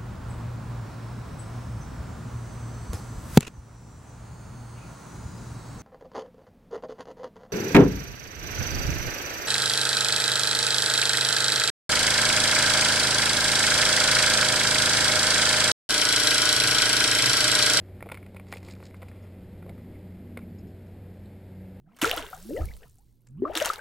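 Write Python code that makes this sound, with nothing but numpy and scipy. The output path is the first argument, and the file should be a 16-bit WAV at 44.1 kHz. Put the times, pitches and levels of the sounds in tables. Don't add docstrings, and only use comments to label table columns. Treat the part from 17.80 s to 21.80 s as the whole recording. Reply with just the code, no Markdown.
import sys
import numpy as np
from scipy import signal
from scipy.fft import rfft, irfft
from scipy.io import wavfile
from scipy.ndimage import uniform_filter1d

SR = 44100
rng = np.random.default_rng(int(sys.argv[2]) if len(sys.argv) > 2 else 0)


def digitize_waveform(pressure):
    field = np.atleast_2d(pressure).T
    bounded = np.clip(field, -1, 1)
    quanta = np.round(bounded * 32767).astype(np.int16)
    wavfile.write(sys.argv[1], SR, quanta)


N = 176400

# frequency in Hz, density in dB.
CONTACT_SPECTRUM = [(150, -3), (320, 2.5), (520, 5.5), (900, 3), (1500, -13), (2400, -1), (3000, -10),
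                    (3800, -10), (5000, -14.5), (6000, -23)]
TIME_S = np.arange(N) / SR


def undb(db):
    return 10 ** (np.asarray(db) / 20)


def unit(x):
    return x / np.sqrt(np.mean(x ** 2) + 1e-20)


def norm(x):
    return x / np.sqrt(np.sum(x ** 2) + 1e-20)


def curve(rows, column=1):
    rows = np.array(rows)
    return np.interp(TIME_S, rows[:, 0], rows[:, column])


def gains(spectrum, size):
    hz, db = np.array(spectrum).T
    return undb(np.interp(np.log(np.fft.rfftfreq(size, 1 / SR) + 1), np.log(hz), db))


def colour(x, spectrum):
    return unit(irfft(rfft(x) * gains(spectrum, len(x)), len(x)))


def resonate(x, hz, width_hz):
    f = np.fft.rfftfreq(N, 1 / SR)
    return unit(irfft(rfft(x) / (1 + ((f - hz) / width_hz) ** 2), N))


def minimum_phase(gain):
    cepstrum = irfft(np.log(gain + 1e-9))
    half = len(cepstrum) // 2
    return np.exp(rfft(np.r_[cepstrum[0], 2 * cepstrum[1:half], np.zeros(half)]))


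def walk(rate_hz):
    f = np.fft.rfftfreq(2 * N, 1 / SR)
    return unit(irfft(rfft(rng.standard_normal(2 * N)) / (1 + (f / rate_hz) ** 4)))[:N]


def grains(per_s=2200, spread_db=3.5):
    impulses = (rng.random(N) < per_s / SR) * np.sign(rng.standard_normal(N))
    return impulses * undb(spread_db * np.minimum(rng.exponential(size=N), 4))


def decay(t, t60_s):
    return np.exp(-np.log(1000) * t / t60_s)


def ring(t, hz, t60_s):
    return np.sin(2 * np.pi * hz * t) * decay(t, t60_s)


def motor(firing_hz=93.48, wander=0.00494):
    # multiple of the firing rate, level in dB.
    lines = [(1, -47), (2, -56), (3, -76.5), (4, -65), (5.27, -66.5), (5.78, -71.5), (6.28, -74.5),
             (6.52, -72.5)]
    # time in seconds, overtone gain in dB.
    overtone_gain = [(0, 0), (1.6, 1), (2.25, 2), (2.5, 0), (2.9, -0.5), (3.2, 2), (4, 3.5)]
    phase = 2 * np.pi * np.cumsum(firing_hz * (1 + wander * walk(2.8))) / SR
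    out = 0
    for k, (multiple, db) in enumerate(lines):
        drift_db = curve(overtone_gain) + 2.5 * walk(3.0) if k else 0.77 * walk(6)
        out += np.sqrt(2) * undb(db + drift_db) * np.sin(multiple * phase + 2 * np.pi * rng.random())
    return out


def open_air(level_db=-48.5):
    # frequency in Hz, density in dB.
    spectrum = [(15, -4), (30, -13), (60, 2.5), (85, 3.5), (120, 0.5), (210, -3), (270, -3), (400, -8),
                (600, -12.5), (800, -17), (1100, -28.5), (1600, -26), (2100, -24.5), (2900, -32),
                (4000, -34), (5200, -37.5), (6000, -41.5)]
    return colour(rng.standard_normal(N), spectrum) * undb(level_db + 0.41 * walk(0.97))


def far_rumble(wander=0.0129, flutter_db=4.2):
    # time in seconds, level in dB.
    swell = [(0, -68), (1.1, -66.5), (1.6, -51), (2.1, -47.5), (2.5, -49), (2.85, -47), (3.05, -54.5),
             (4, -68)]
    # frequency in Hz, density in dB.
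    spectrum = [(25, -12), (60, -5), (130, -12.5), (185, 7), (240, -6), (300, -5.5), (420, -10.5),
                (700, -45), (1500, -55.5)]
    # time in seconds, pitch in Hz, level in dB.
    drone = [(0, 215, -94), (1.9, 225.2, -59.5), (2.3, 244.5, -54.5), (2.45, 239.2, -56),
             (2.6, 229.4, -45.5), (2.76, 236.3, -45.5), (2.92, 229.3, -66), (3.2, 208.5, -54.5),
             (4, 209, -73)]
    rumble = colour(rng.standard_normal(N), spectrum) * undb(curve(swell))
    phase = 2 * np.pi * np.cumsum(curve(drone) * (1 + wander * walk(7.56))) / SR
    drone_db = curve(drone, column=2) + flutter_db * walk(3.3)
    return rumble + np.sqrt(2) * np.sin(phase) * undb(drone_db)


def box_ring(t, spread_db=2, detune=0.013):
    # frequency in Hz, relative level in dB, T60 in seconds.
    modes = [(494, 8, .04), (556, 1.5, 0.075), (704, -18, .03), (1054, 3, 0.026), (1410, 5, .022),
             (1970, 4, 0.016), (2190, 7.5, 0.015), (2380, -6, 0.025), (3500, -1, 0.012), (3800, -9, 0.0092)]
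    out = 0
    for k, (hz, db, t60_s) in enumerate(modes):
        gain = (-1) ** k * undb(db + spread_db * rng.standard_normal())
        out += gain * ring(t, hz * (1 + detune * rng.standard_normal()), t60_s)
    return norm(out)


def jostle(box_db=-6):
    # time in seconds, level in dB.
    levels = [(0, -85), (.17, -66), (.25, -64), (.37, -58), (.41, -64), (.52, -72), (.58, -64), (.66, -69),
              (.74, -54.5), (.81, -65), (.88, -53), (.98, -88), (1.23, -62.5), (1.45, -60.5), (1.7, -70),
              (2.55, -68.5), (2.61, -68), (2.7, -74.5), (4, -82)]
    ticks = grains(per_s=1500, spread_db=2)
    rung = signal.fftconvolve(ticks, box_ring(TIME_S[:SR // 10]))[:N]
    return unit(colour(ticks, CONTACT_SPECTRUM) + undb(box_db) * unit(rung)) * undb(curve(levels))


def contact_push(t, chatter_ms, snap=0.42, scatter_db=-8):
    age = 1000 * t / chatter_ms
    force = norm(rng.standard_normal(len(t)) * np.sqrt(age) * np.exp(-1.5 * age))
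    force[0] += snap
    push = rfft(force)
    push /= np.sqrt(uniform_filter1d(np.abs(push) ** 2, size=100))
    scatter = norm(rng.standard_normal(len(t)) * decay(t, t60_s=0.07))
    return push + undb(scatter_db) * rfft(scatter)


def clicks(gain_db=-5, box_db=-2, lag_s=0.0007, size=8192):
    # time in seconds, relative level, low knock and bright tick in dB,
    # lure pitch in Hz, lure ring in dB, chatter in milliseconds.
    contacts = [(0.206,-36,-6,-28,1850,-2.5,0.71), (.225,-27.5,-3,-23,2290,-5.5,0.74),
                (.259,-40.5,7,-18,2200,-3,1.9), (0.2882,-29,-22,-24,2300,-11,1.4),
                (0.2988,-29.5,-9,-31,1360,-8,0.55), (.3155,-27,-11,-19,2490,-6,4.9),
                (.3187,-22,-11.5,-14.5,2340,-8,2.1), (0.3433,-30.5,-32,-14,2270,-3,1.2),
                (.350,-32,-36,-17,2260,-16,1.1), (0.3724,-30,-25,-26,2200,-7,1.4),
                (.4276,-42.5,-26,-26,2220,4,0.88), (0.4626,-42,-9,-12,2350,-4,2.2),
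                (.5457,-46,4,-7,2120,-4,0.78), (0.5627,-38,-6.5,-11.5,1090,-3,3.3),
                (0.5662,-34.5,-27,-26,2460,0.5,1.8), (.597,-32,-13.5,-25,2370,-10,0.78),
                (0.6682,-47,-5,-8,2040,-11,1.1), (.725,-23,-6.5,-12.5,1980,-1.5,1.4),
                (0.7356,-26.5,-18,-21,2120,-2,2.1), (.7572,-37,-2,-13,2350,-10,2.1),
                (0.7694,-36.5,-22,-8,2540,3.5,0.95), (.8285,-40,-6,-30,2060,-1,0.84),
                (.8854,-31.5,-13,-32,2180,-19,.72), (0.8996,-43,-7,-11,2080,-2,0.77),
                (0.9357,-43,-28,-9,2410,-1,1.4), (0.964,-44,-7,-29.5,1350,-8,1.4),
                (1.0014,-40.5,-6,-23,2370,-10,1.9), (1.0267,-35.5,-6,-25,1090,-11,1.1),
                (1.1085,-46.5,-14,-14,2080,0,0.61), (1.143,-34.5,-15,-25,2100,-7,0.98),
                (1.2182,-38.5,-10,-13.5,1100,-7,0.6), (1.222,-36,-10,-17,1103,-10,1.44),
                (1.2282,-34,-4,-20,1370,-5,3), (1.284,-37.5,-17,-23,2530,-7,0.59),
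                (1.3146,-41,-19,-21,1890,-0.5,0.95), (1.8251,-41.5,-4,-26,1390,0,2.3),
                (1.8634,-46,9.5,-24,1070,-2,0.84), (1.8931,-43,0,-6,2100,2,2.5),
                (1.9782,-48,-11,-21,1260,0.5,1.8), (2.5715,-35.5,-9,-21,1430,4,1.2),
                (2.573,-32.5,0,-12.5,2120,3,1.2), (2.5905,-41.5,-2,-14,1430,1.5,1.7)]
    knock_hz, knock_boost_db = 840, 6.5
    tick_hz, tick_boost_db = 3140, 13
    t, f = TIME_S[:size], np.fft.rfftfreq(size, 1 / SR)
    low_shelf = 1 / (1 + (f / knock_hz) ** 6)
    high_shelf = 1 - 1 / (1 + (f / tick_hz) ** 8)
    crack = rfft(norm(irfft(minimum_phase(gains(CONTACT_SPECTRUM, size)))))
    lead = size // 32
    out = np.zeros(N + size)
    for at_s, db, knock_db, tick_db, hz, ring_db, chatter_ms in contacts:
        push = contact_push(t, chatter_ms)
        box = undb(box_db) * rfft(box_ring(t))
        lure = undb(ring_db) * rfft(norm(ring(t, hz, t60_s=0.017)))
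        magnitude = np.sqrt(np.abs(crack) ** 2 + np.abs(box) ** 2 + np.abs(lure) ** 2)
        shelf_db = low_shelf * (knock_db + knock_boost_db) + high_shelf * (tick_db + tick_boost_db)
        click = irfft(push * minimum_phase(magnitude * undb(shelf_db)))
        start = int((at_s + lag_s) * SR) - lead
        out[start:start + size] += undb(db + gain_db) * np.sqrt(SR / 1000) * np.roll(click, lead)
    return out[:N]


def stroke(centre_s, length_s, db):
    return undb(db) * np.exp(-2 * ((TIME_S - centre_s) / length_s) ** 2)


def rubs_and_bump():
    # centre in seconds, length in seconds, level in dB, pitch in Hz.
    touches = [(0.269, 0.0087, -43, 482), (0.333, 0.0066, -57, 2340), (1.897, 0.02, -50.5, 670),
               (2.16, 0.028, -63.5, 2190), (2.624, .018, -63, 2230)]
    out = 0
    for centre_s, length_s, db, hz in touches:
        shudder = resonate(rng.standard_normal(N), hz, width_hz=130)
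        phase = np.angle(signal.hilbert(shudder))
        out += stroke(centre_s, length_s, db) * np.sqrt(2) * np.cos(phase)
    return out


def scrapes(judder_db=6, judder_hz=130, snag_t60_s=0.02):
    # centre in seconds, length in seconds, level in dB.
    drags = [(0.688, 0.016, -57.5), (0.719, 0.02, -56), (0.74, 0.03, -54), (0.775, 0.026, -57),
             (.834, .012, -60), (0.863, .016, -58), (0.89, 0.043, -56.5), (0.922, 0.018, -51.5),
             (.95, 0.033, -70), (1.01, 0.055, -66.5), (1.057, 0.025, -56), (1.082, 0.038, -67),
             (1.164, 0.02, -62), (1.236, .033, -67), (1.292, 0.015, -61)]
    # start in seconds, level in dB.
    snags = [(.6858, -57), (0.719, -44), (0.8043, -50), (0.8287, -48), (0.8493, -49.5), (.8758, -51),
             (.8888, -56), (.9108, -45), (0.9517, -48), (1.016, -57), (1.043, -51)]
    # frequency in Hz, density in dB.
    spectrum = [(500, -26), (2000, 7.5), (3000, 0), (4000, 7), (5300, 7), (6000, 1)]
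    judder = unit(undb(judder_db * np.tanh(walk(judder_hz))))
    effort = sum(stroke(*row) for row in drags) * judder
    slips = sum(undb(db) * (TIME_S >= at_s) * decay(np.clip(TIME_S - at_s, 0, 1), snag_t60_s)
                for at_s, db in snags)
    return np.hypot(effort, slips) * colour(grains(), spectrum)


def faint_chirps(rise_s=0.0024, t60_s=0.075):
    # start in seconds, level in dB, pitch in Hz.
    chirps = [(1.424, -67, 5330), (2.784, -63.5, 5200), (2.87, -66, 5230), (3.065, -72, 5185),
              (3.456, -66, 3950)]
    excitation = grains()
    out = 0
    for at_s, db, hz in chirps:
        age_s = np.maximum(TIME_S - at_s, 0)
        envelope = np.minimum(age_s / rise_s, 1) * decay(np.maximum(age_s - rise_s, 0), t60_s)
        out += undb(db) * envelope * resonate(excitation, hz, width_hz=280)
    return out


def scene(hiss_db=-82.5):
    # frequency in Hz, density in dB.
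    hiss_spectrum = [(24, -32), (40, -5), (80, -16), (135, -31), (346, -11.5), (2920, 2), (5040, 3),
                     (5990, -2), (7130, -8), (15000, -42)]
    tackle = clicks() + jostle() + rubs_and_bump() + scrapes()
    mono = tackle + faint_chirps() + motor() + open_air() + far_rumble()
    side = undb(hiss_db) * colour(rng.standard_normal(N), hiss_spectrum)
    return np.array([mono + side, mono - side])


def record(dry, band_edge_hz=5804, hold_hz=12000, top_hz=15200):
    f, t = np.fft.rfftfreq(2 * N, 1 / SR), np.arange(2 * N) / SR
    narrow = irfft(rfft(dry, 2 * N) / (1 + (f / band_edge_hz) ** 32))
    mirrored = narrow * (1 + 2 * np.cos(2 * np.pi * hold_hz * t))
    held = irfft(rfft(mirrored) * np.sinc(f / hold_hz))[:, :N]
    return signal.sosfilt(signal.ellip(8, 0.2, 70, top_hz, fs=SR, output="sos"), held)


dry = scene()
out = record(dry)
digitize_waveform(out)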